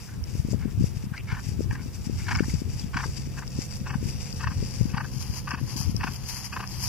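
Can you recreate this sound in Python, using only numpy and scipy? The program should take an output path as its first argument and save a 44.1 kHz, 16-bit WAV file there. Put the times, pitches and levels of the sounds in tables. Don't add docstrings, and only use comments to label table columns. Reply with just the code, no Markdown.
import sys
import numpy as np
from scipy import signal
from scipy.fft import rfft, irfft, next_fast_len
from scipy.io import wavfile
from scipy.ndimage import uniform_filter1d, map_coordinates

SR = 44100
rng = np.random.default_rng(int(sys.argv[2]) if len(sys.argv) > 2 else 0)


def unload_wav(signal):
    wavfile.write(
        sys.argv[1],
        SR,
        np.round(np.clip(np.atleast_2d(signal).T, -1, 1) * 32767).astype(np.int16),
    )


def field_ratio(decibels):
    return 10 ** (np.asarray(decibels, dtype=float) / 20)


N = 303496
T = np.arange(N) / SR
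LONG = next_fast_len(N)
HZ = np.fft.rfftfreq(LONG, 1 / SR)

# (time [s], share head-on [0-1], lag of the left port [samples])
TURN = [
    (0, 0, 0.96),
    (3.5, 0.04, 1.7),
    (4.7, 0.61, 1.94),
    (5.05, 0.92, 1.7),
    (6.88, 1, 1.5),
]


def unit(x):
    return x / np.sqrt(np.mean(x ** 2))


def curves(rows):
    s, *columns = np.transpose(rows)
    return [np.interp(T, s, column) for column in columns]


def on_hz(hz, values):
    return np.interp(np.log(HZ + 1), np.log(hz), values)


def colour(x, hz, db):
    return irfft(rfft(x, LONG) * field_ratio(on_hz(hz, db)), LONG)[:N]


def band(x, hz, width):
    b, a = signal.iirpeak(hz, hz / width, SR)
    once = signal.lfilter(b, a, x)
    return signal.lfilter(b, a, once)


def walk(rate):
    hold = int(SR / rate)
    held = np.repeat(rng.standard_normal(N // hold + 1), hold)
    slewed = uniform_filter1d(uniform_filter1d(held, hold), hold)
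    return 1.92 * slewed[:N]


def add(track, s, piece):
    i = max(int(s * SR), 0)
    track[i:i + len(piece)] += piece[:N - i]


def pops(rows):
    out = np.zeros(N)
    leans = rng.uniform(-1.74, 1, len(rows))
    for (s, db, hz, *edge_db), lean in zip(rows, leans):
        cycle = np.arange(-2 * SR / hz, 2 * SR / hz) * hz / SR
        pulse = np.exp(-(cycle / 0.52) ** 2) * np.cos(2 * np.pi * cycle + 0.95 * lean)
        if edge_db:
            u = cycle / hz
            edge = np.exp(-(u / 0.0017) ** 2) * np.cos(2 * np.pi * (330 + 0.25 * hz) * u)
            pulse = pulse + field_ratio(edge_db[0] + 2.5) * edge
        add(out, s - 2 / hz, field_ratio(db + 1.5) * pulse)
    return out


def shedding():
    # (time [s], peak level [dB], frequency [Hz], length [cycles])
    eddy_trains = [
        (4.155, -23, 133, 2),
        (4.572, -25, 87, 1.8),
        (4.815, -16.5, 119, 2.8),
        (5.164, -24.5, 132, 1.6),
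        (5.636, -15.5, 129, 1.7),
        (5.874, -14, 90, 1.3),
    ]
    out = np.zeros(N)
    for s, db, hz, cycles in eddy_trains:
        u = (T - s) * hz
        out += field_ratio(db) * np.exp(-(u / cycles) ** 2) * np.cos(2 * np.pi * u)
    return out


def wind():
    # (time [s], left rumble level [dB], right rumble level [dB])
    gusts = [(0.0, -44.5, -42.5), (0.3, -39.5, -36), (0.7, -31.5, -38.5), (1.1, -39.5, -39.5),
             (1.38, -40.5, -37), (1.62, -30.5, -34), (1.9, -38.5, -42.5), (2.37, -32.5, -32),
             (2.65, -37, -38.5), (3.3, -34.5, -36), (3.65, -43.5, -39), (4.03, -31.5, -37),
             (4.27, -41, -39.5), (4.6, -33, -37.5), (5.46, -41, -39.5), (5.62, -35, -40.5),
             (5.76, -35, -41), (5.95, -32, -34), (6.3, -43, -43.5), (6.88, -39.5, -36)]
    # (frequency [Hz], level [dB])
    rumble = [(15, -34), (25, -16), (50, -2.5), (75, 1.5), (110, -0.5), (160, -9), (230, -14.5), (330, -26),
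              (600, -41.5), (3000, -61)]
    # (frequency [Hz], gain [dB])
    left_tilt = [(60, 3.5), (220, 7.5), (400, 13.5), (700, -2.5)]
    # (time [s], peak level [dB], frequency [Hz], edge level [dB])
    cracks = [(0.354, -19, 135, -12), (0.451, -14.5, 174, -17), (0.488, -20, 200, -9),
              (0.531, -15, 168, -10.5), (0.536, -31, 684, 0.5), (0.546, -13, 178, -15),
              (0.657, -14.5, 206, -16.5), (0.679, -19, 148, -21), (0.778, -17.5, 119, -18),
              (0.825, -12, 128, -18), (0.842, -8.5, 131, -14), (1.041, -22.5, 190, -17),
              (1.33, -15, 109, -22), (1.491, -19, 121, -16), (1.521, -23, 138, -14), (1.595, -14, 190, -17),
              (1.608, -20, 281, -2.5), (1.646, -28, 186, -6), (1.731, -19, 172, -20),
              (1.862, -21, 180, -18), (2.098, -18.5, 220, -9.5), (2.407, -10, 220, -7.5),
              (2.484, -18, 206, -19), (2.54, -13.5, 148, -17), (2.62, -18.5, 220, -15),
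              (3.06, -20.5, 107, -8.5), (3.274, -22.5, 189, -15), (3.59, -15, 197, -13.5),
              (4.029, -21, 218, -14), (4.34, -27, 167, -12), (4.628, -17, 154, -7.5),
              (4.813, -9, 130, -16.5), (5.615, -21.5, 182, -15), (5.762, -27, 188, -11),
              (5.947, -19.5, 148, -9.5), (6.047, -17.5, 183, -16.5)]
    # (time [s], peak level [dB], frequency [Hz])
    thuds_left = [(0.4, -11.5, 103), (0.515, -18.5, 152), (0.591, -28, 146), (0.721, -23, 129),
                  (0.798, -14, 154), (0.81, -10.5, 208), (0.971, -16.5, 111), (1.071, -19, 148),
                  (1.121, -18, 140), (1.47, -18, 120), (1.806, -27, 180), (1.82, -24.5, 158),
                  (2.072, -16.5, 175), (2.13, -22, 119), (2.198, -24, 105), (2.223, -21, 127),
                  (2.373, -17, 131), (2.427, -13, 158), (2.552, -13.5, 106), (2.656, -26, 154),
                  (2.736, -25, 131), (2.845, -15.5, 157), (2.961, -17.5, 195), (2.978, -23, 128),
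                  (3.187, -27, 164), (3.562, -23, 162), (3.816, -19, 147), (3.913, -24.5, 139),
                  (3.958, -12.5, 161), (4.011, -26, 172), (4.059, -20.5, 132), (4.257, -22.5, 138),
                  (4.442, -20.5, 108), (4.471, -16, 105), (4.5, -23.5, 107), (4.519, -21, 151),
                  (4.761, -27, 138), (4.857, -12.5, 193), (4.944, -14, 145), (4.975, -21, 139),
                  (5.302, -16.5, 125), (5.54, -18, 200), (5.807, -19, 145), (5.896, -14.5, 158),
                  (5.926, -22, 157), (5.958, -15, 113), (6.091, -20.5, 158.5), (6.53, -39, 330),
                  (6.57, -31, 331), (6.605, -31, 328)]
    # (time [s], peak level [dB])
    thuds_right = [(0.787, -17), (0.814, -15), (1.621, -23), (1.698, -16), (2.158, -21), (2.231, -26),
                   (2.739, -23), (2.764, -20), (2.95, -20), (3.06, -32), (3.093, -22), (3.857, -27),
                   (3.985, -25), (4.105, -21), (4.232, -23), (4.461, -21), (4.49, -19.5), (4.57, -19),
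                   (4.605, -21.5), (4.793, -27), (4.875, -22), (5.207, -27), (6.015, -22), (6.244, -24.5)]
    left_db, right_db = curves(gusts)
    hz, db = np.transpose(rumble)
    left, right = (unit(colour(rng.standard_normal(N) * field_ratio(1.9 * walk(30)), hz, db)) for _ in range(2))
    left = colour(left, *np.transpose(left_tilt))
    exposed = pops(cracks) + pops(thuds_left) + shedding()
    sheltered_hz = 100
    sheltered = pops([(s, db, sheltered_hz) for s, db in thuds_right])
    return np.array([field_ratio(left_db - 0.83) * left + exposed, field_ratio(right_db + 3.0) * right + sheltered])


def air():
    # (frequency [Hz], density [dB per Hz])
    rustle = [(250, 1.5), (620, -9), (1000, -8), (2600, -15.5), (3800, -18.5), (5600, -22), (8700, -20.5),
              (11500, -21.5), (15600, -20)]
    hz, db = np.transpose(rustle)
    mid, side = (colour(rng.standard_normal(N) * field_ratio(0.32 * walk(10.0)), hz, db) for _ in range(2))
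    side = colour(side, (3000, 9000), (0, 5))
    return field_ratio(-50.5) * unit(np.array([mid + 0.58 * side, 0.98 * (mid - 0.7 * side)]))


def engine(track, orders):
    hz, db = curves(track)
    turns = 2 * np.pi * np.cumsum(hz * (1 + .002 * walk(8))) / SR
    tones = sum(field_ratio(d + 1.4 * walk(7)) * np.sin(k * turns + k * k) for k, d in orders)
    return field_ratio(db) * tones


def far_engines():
    # (time [s], firing frequency [Hz], level [dB])
    tractor = [
        (0, 43.5, -70),
        (2.2, 42.6, -67),
        (3.2, 43.6, -61),
        (3.9, 44.5, -58),
        (4.8, 44.7, -59),
        (5.6, 44.6, -63),
        (6.88, 44, -68),
    ]
    # (multiple of firing [1], level [dB])
    tractor_orders = [(4, 6), (8, -8), (9, -6), (10, -6), (11, 0), (12, -1), (13, -8), (15, -10), (16, -6)]
    # (time [s], firing frequency [Hz], level [dB])
    drone = [
        (2.7, 66, -45),
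        (3.1, 67.63, -38.5),
        (5.5, 65.97, -39.5),
        (6.88, 63.73, -39),
    ]
    # (multiple of firing [1], level [dB])
    drone_orders = [(2, 0), (3, -9)]
    both = engine(tractor, tractor_orders) + engine(drone, drone_orders)
    return np.outer(field_ratio([0.5, -0.5]), both)


def swings():
    # (time [s], peak level [dB], build-up [s], dying [s])
    leg_swings = [(0.04, -49.5, 0.075, 0.16), (0.3, -48.5, 0.025, 0.06), (0.385, -46, 0.095, 0.057),
                  (0.52, -44, 0.054, 0.035), (0.6, -57, 0.036, 0.087), (0.725, -54.5, 0.06, 0.026),
                  (0.81, -52.5, 0.022, 0.054), (0.865, -46, 0.07, 0.059), (0.96, -54, 0.046, 0.036),
                  (1.05, -54, 0.22, 0.018), (1.16, -52.5, 0.024, 0.034), (1.415, -53.5, 0.031, 0.31),
                  (1.49, -48, 0.19, 0.06), (1.62, -53, 0.044, 0.041), (1.73, -47.5, 0.026, 0.025),
                  (1.83, -53, 0.034, 0.14), (2.06, -47.5, 0.1, 0.018), (1.95, -47, .04, 0.04),
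                  (2.19, -44.5, 0.091, 0.12), (2.341, -46.5, 0.2, 0.065), (2.491, -39.5, 0.078, 0.079),
                  (2.59, -46.5, 0.05, 0.073), (2.7, -50, 0.032, 0.14), (2.8, -45.5, 0.08, 0.081),
                  (3.05, -41.5, 0.094, 0.12), (3.17, -47, 0.087, 0.22), (3.39, -44.5, 0.054, 0.022),
                  (3.6, -43.5, 0.092, 0.28), (3.771, -43.5, 0.31, 0.011), (3.88, -51, 0.035, 0.058),
                  (4.11, -42.5, 0.15, 0.085), (4.23, -43.5, 0.067, 0.2), (4.37, -41, 0.014, 0.032),
                  (4.45, -48.5, 0.082, 0.012), (4.68, -46, 0.14, 0.067), (4.76, -39.5, 0.22, 0.16),
                  (5.2, -42, 0.16, 0.14), (5.391, -40.5, 0.18, 0.032), (5.51, -46, 0.062, 0.032),
                  (5.701, -41.5, 0.11, 0.089), (5.771, -31.5, 0.011, 0.092), (5.811, -34, 0.055, 0.023),
                  (5.91, -42.5, 0.014, 0.02), (5.97, -47.5, 0.028, 0.41), (6.13, -40, 0.081, 0.044),
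                  (6.3, -37, 0.071, 0.056), (6.38, -36.5, 0.1, 0.11), (6.46, -41, 0.11, 0.021),
                  (6.58, -47, 0.13, 0.1), (6.71, -40, 0.046, 0.13), (6.85, -31.5, 0.096, 0.14)]
    fall_db = 13
    still_db, drift_db_s = -69.5, -1
    power = field_ratio(still_db + drift_db_s * T) ** 2
    for s, db, build, die in leg_swings:
        away = np.abs(T - s) / np.where(T < s, build, die)
        power = power + field_ratio(db - fall_db * away) ** 2
    return 10 * np.log10(power)


def snaps():
    # (time [s], peak level [dB], ring frequency [Hz])
    lone_stalks = [(0.24, -27, 5560), (0.524, -27.5, 7000), (1.177, -40, 4150), (1.49, -33, 11000),
                   (2.351, -23, 5400), (2.36, -21, 5100), (2.372, -24, 6860), (2.7706, -36, 11000),
                   (2.7965, -25.5, 5000), (3.478, -25.5, 5400), (3.5962, -30, 5800), (3.7574, -33, 4750),
                   (4.3275, -24.5, 4900), (4.345, -35, 11400), (4.1091, -30, 4900), (4.3635, -32, 5500),
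                   (5.3303, -32, 4950), (5.5083, -23, 5400), (5.607, -34, 11390), (5.7648, -23.5, 4900),
                   (5.9647, -19.5, 5400), (6.1215, -30, 5370), (6.2622, -32, 4760), (6.3034, -25, 5400),
                   (6.473, -39, 11400), (6.675, -24.5, 5400)]
    out = np.zeros(N)
    u = np.arange(300) / SR
    for s, db, ring_hz in lone_stalks:
        add(out, s, field_ratio(db) * np.sin(2 * np.pi * ring_hz * u) * np.exp(-u * ring_hz / 8.8))
    return np.outer([1.4, -.4], out)


def stubble():
    # (frequency [Hz], left level [dB], right level [dB])
    side_on = [(447, -47, -24), (823, -5, -9.5), (1160, -14.5, -20), (2640, -2.5, -9.5), (3730, -13.5, -43),
               (4350, -8, -8), (4760, 7.5, -8), (5100, 0.5, -8.5), (5760, 8, -1.5), (5890, -2, -4.5),
               (7530, -1.5, -7), (9760, -19, -14.5), (10900, -8.5, -8), (15300, -30, -20.5)]
    # (frequency [Hz], left level [dB], right level [dB])
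    head_on = [(450, -40, -40), (750, -12, -14), (1000, -8, -12), (1300, -17, -20), (2800, -11, -18),
               (3400, -16, -19), (3720, -34, -34), (4000, -15, -21), (4800, 0, -19), (7000, -8, -13),
               (7900, -17, -14), (8200, -14, -14), (8700, -14, -14), (9250, -27, -27), (9900, -14, -22),
               (11300, -13, -17), (13300, -34, -19), (14100, -23, -19), (15500, -28, -28)]
    # (frequency [Hz], phase [rad] and coherence [0-1] side-on,
    # phase [rad] and coherence [0-1] half turned, phase [rad] and coherence [0-1] head-on)
    ports = [(600, 0, .7, 0, .8, 0, .85), (2500, -.5, .85, -.3, .85, -.1, .85),
             (3500, 0, .5, .3, .5, 1.3, .6), (4200, 1.4, .6, 1.5, .65, 2.6, .7),
             (5000, 1.5, .7, 2, .7, 3.4, .65), (7300, .9, .5, 1.9, .7, 4.2, .75),
             (7900, .7, .2, 2.2, .5, 3.4, .8), (8250, .5, .2, 2.5, .4, 3.14, .993),
             (9050, .5, .2, 2.5, .3, 3.14, .993), (9500, 1, .2, 3, .3, 4.9, .45),
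             (11600, .6, .35, 3.1, .6, 6.4, .75), (13000, 1, .1, 3.3, .4, 6.6, .2),
             (15000, 1, .1, 3.1, .4, 6.28, .9)]
    # (low edge [Hz], high edge [Hz], share of the swings [1], own flicker [dB])
    registers = [
        (0, 3920, 0.61, 0.39),
        (3510, 9290, 0.89, -0.37),
        (9130, 22050, 0.89, 0),
    ]
    mean_db = -42
    shared, own = (rfft(rng.standard_normal(N) * field_ratio(1.9 * walk(1500) + 1.3 * walk(60)), LONG)
                   for _ in range(2))
    swing_db = swings() - mean_db
    gains = [field_ratio(mean_db + 3.0 + share * swing_db + flicker_db * walk(14))
             for _, _, share, flicker_db in registers]

    turned = np.clip(curves(TURN)[0], 0, 1)
    half = np.clip(np.minimum(turned * 8, 1.6 - 1.6 * turned), 0, 1)
    ahead = np.clip(1.6 * turned - .6, 0, 1)
    hz, *columns = np.transpose(ports)
    poses = [(side_on, *columns[:2], 1 - half - ahead),
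             (side_on, *columns[2:4], half),
             (head_on, *columns[4:], ahead)]
    out = 0
    for response, phase, coherence, weight in poses:
        response_hz, left_db, right_db = np.transpose(response)
        alike = on_hz(hz, coherence)
        right = alike * shared + np.sqrt(1 - alike ** 2) * own
        right = right * np.exp(1j * on_hz(hz, phase))
        pair = np.array([shared * field_ratio(on_hz(response_hz, left_db)), right * field_ratio(on_hz(response_hz, right_db))])
        parts = [irfft(pair * ((HZ >= low) & (HZ < high)), LONG)[:, :N] for low, high, _, _ in registers]
        swish = sum(gain * part for gain, part in zip(gains, parts))
        out = out + weight * swish / np.std(parts[1][0]) * 1.113
    return out + snaps()


def flaps():
    # (time [s], peak level [dB], brightness [dB])
    hard_flaps = [(3.87, -27.5, -8), (3.904, -30, -3.5), (3.942, -27.5, -14), (4.409, -29, -5.5),
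                  (4.44, -23, -11), (4.474, -24.5, -7.5), (4.517, -33.5, -10), (4.899, -45, 4),
                  (4.945, -28.5, -4.5), (4.977, -21.5, -9), (5.009, -21.5, -12.5), (5.048, -31.5, -8),
                  (5.482, -23.5, -11), (5.512, -22.5, -7.5), (5.543, -24.5, -5), (5.585, -34, -7),
                  (6.01, -26.5, -5), (6.04, -18.5, -7.5), (6.074, -24.5, -5.5), (6.115, -40.5, -1),
                  (6.534, -26.5, -3.5), (6.568, -20.5, -11.5), (6.603, -23, -8), (6.637, -26, -8.5)]
    # (time [s], peak level [dB], brightness [dB], length [ms])
    light_flaps = [(0.088, -44, -15, 37), (0.139, -46.5, -28, 81), (0.599, -54, 4, 72),
                   (0.634, -46.5, 2, 72), (0.685, -50.5, -2.5, 40), (1.145, -35, -7, 38),
                   (1.167, -52.5, 18.5, 15), (1.178, -46, 18, 10), (1.286, -42, 7, 30),
                   (1.306, -35.5, 1, 26), (1.322, -32.5, 0, 21), (1.347, -35, -2.5, 41),
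                   (1.373, -32.5, -25, 24), (1.391, -34, -8, 27), (1.41, -52, -9, 12),
                   (1.712, -34.5, -6, 26), (1.73, -40.5, -13, 28), (1.756, -37.5, -11, 30),
                   (1.795, -47, 2, 79), (2.2, -45.5, 6.5, 62), (2.263, -40.5, 3, 50),
                   (2.289, -25, -0.5, 29), (2.318, -21, -3, 32.4), (2.353, -23.5, -1.5, 29),
                   (2.373, -33, -18, 14), (2.392, -29, 1.5, 30), (2.437, -32.5, -20, 20),
                   (2.5, -49.5, 14, 20), (2.943, -29, -2.5, 26), (2.971, -23.5, -2.5, 30),
                   (3.002, -27.5, -4.5, 52), (3.04, -23.5, -44, 27), (3.385, -32.5, -7, 42),
                   (3.426, -31, -24, 28)]
    shortest_ms, weak_ms_per_db, hardest_db = 21, 0.95, -16.5
    hard = [(s, db, shortest_ms + weak_ms_per_db * (hardest_db - db), bright_db)
            for s, db, bright_db in hard_flaps]
    return hard + [(s, db, ms, bright_db) for s, db, bright_db, ms in light_flaps]


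def snorts():
    # (frequency [Hz], width [Hz], level [dB])
    nose_low = [(780, 970, -15), (1104, 585, 4.5)]
    nose_middle = [(1525, 585, 0)]
    nose_high = [(2160, 410, 11.5), (2500, 320, 13), (4655, 130, 2), (5400, 560, 1)]
    # (frequency [Hz], width [Hz], level [dB])
    nose_flank = [(2200, 340, -10.5), (2560, 1300, -15.5), (4630, 810, -20), (5350, 640, -26.5)]
    # (frequency [Hz], gain [dB])
    body_dip = [(500, -19), (750, -1), (2950, -3.5), (3350, -8), (4100, -7.5), (4600, 0)]
    rough_air = rng.standard_normal(N) * field_ratio(1.8 * walk(500))
    tail = np.arange(SR // 8)
    tails = rng.standard_normal((2, SR // 8)) * np.exp(-tail / (0.021 * SR))

    gates = np.zeros((3, N))
    for s, db, ms, bright_db in flaps():
        u = np.arange(int(1.6 * ms * SR / 1000)) / (ms * SR / 1000)
        puff = np.exp(-((u - .55) / 0.34) ** 2)
        middle_db = 7 + 0.24 * bright_db - 1.38 * s
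        for gate, d in zip(gates, (0, middle_db, bright_db + 2.1)):
            add(gate, s + 0.0019 - 0.56 * ms / 1000, field_ratio(db + d - 8.0) * puff)

    low, middle, high, flank = (
        unit(sum(field_ratio(db) * unit(band(rough_air, hz, width)) for hz, width, db in modes))
        for modes in (nose_low, nose_middle, nose_high, nose_flank))
    facing = np.clip((T - 3.0) / .5, 0, 1)
    bright = facing * high + (1 - facing) * flank
    direct = np.sum(gates * np.array([low, middle, bright]), axis=0)
    direct = colour(direct, *np.transpose(body_dip))
    late = map_coordinates(direct, [np.arange(N) - curves(TURN)[1]], order=3)
    field = field_ratio(-37) * signal.fftconvolve(direct[None], tails, axes=1)[:, :N]
    return np.array([field_ratio(3.0) * late, field_ratio(-0.5) * direct]) + field


def wheeze():
    # (time [s], length [s], level [dB], first frequency [Hz], last frequency [Hz], width [Hz])
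    breath = (1.152, 0.062, -43, 1500, 2700, 600)
    s, length, db, from_hz, to_hz, width_hz = breath
    u = (T - s) / length
    hz = from_hz + (to_hz - from_hz) * np.clip(u, 0, 1) ** 0.6
    lowpass = signal.butter(2, width_hz / 2, fs=SR, output="sos")
    rough = unit(signal.sosfilt(lowpass, rng.standard_normal(N)))
    return field_ratio(db) * np.exp(-(2 * u - 1) ** 4) * rough * np.sin(2 * np.pi * np.cumsum(hz) / SR)


def squeak():
    # (time [s], level [dB], frequency [Hz], length [s])
    leather = (2.815, -50, 3300, .013)
    s, db, hz, length = leather
    rub = np.exp(-((T - s - length) / length) ** 2)
    return field_ratio(db) * rub * unit(band(rng.standard_normal(N), hz, 260))


def scene():
    return wind() + air() + far_engines() + stubble() + snorts() + wheeze() + squeak()


def masking(x):
    # (frequency [Hz], level against the band [dB])
    faint = [(500, -40), (1500, -18), (2800, -18.5), (4500, -19), (7000, -11), (9000, -8.5), (12500, -7),
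             (14500, -9), (15500, 1)]
    size, start, width = 1024, 930, 16
    n = np.arange(2 * size) + .5
    window = signal.windows.kaiser_bessel_derived(2 * size, 4 * np.pi)[:, None]
    basis = window * np.cos(np.pi / size * np.outer(n + size / 2, n[:size]))
    lead, frames = 2 * size - start, N // size + 3
    padding = ((0, 0), (lead, (frames + 1) * size - N - lead))
    halves = np.pad([x[0] + x[1], x[0] - x[1]], padding).reshape(2, -1, size)
    lines = np.concatenate([halves[:, :-1], halves[:, 1:]], axis=2) @ basis

    power = (lines ** 2).reshape(2, frames, -1, width).mean(axis=3)
    around = uniform_filter1d(power.max(axis=0), size=13, axis=1)
    kept = np.repeat(power > around * field_ratio(2 * -13), width, axis=2)
    hz = np.arange(size) * SR / (2 * size)
    kept |= hz < 3400
    threshold = np.sqrt(power * uniform_filter1d(around, size=9, axis=0))
    middle = power[0, :, 2:9].mean(axis=1, keepdims=True) + 1e-12
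    threshold = threshold * (middle / np.median(middle)) ** .3
    patches = uniform_filter1d(rng.standard_normal(around.shape), size=4, axis=0)
    patches = unit(uniform_filter1d(patches, size=2, axis=1))
    threshold = threshold * field_ratio(2 * 5.5 * patches)
    faintest = field_ratio(2 * np.interp(hz, *np.transpose(faint)))
    kept &= lines ** 2 > np.repeat(threshold, width, axis=2) * faintest
    kept &= hz < 15600

    back = (lines * kept) @ basis.T / size
    joined = (back[:, 1:, :size] + back[:, :-1, size:]).reshape(2, -1)
    mid, side = joined[:, lead - size:lead - size + N]
    return np.array([mid + side, mid - side])


def roll_off(x):
    return signal.sosfilt(signal.butter(12, 16010, fs=SR, output="sos"), x)


def record(dry):
    mix = masking(dry)
    return roll_off(mix)


dry = scene()
out = record(dry)
unload_wav(out)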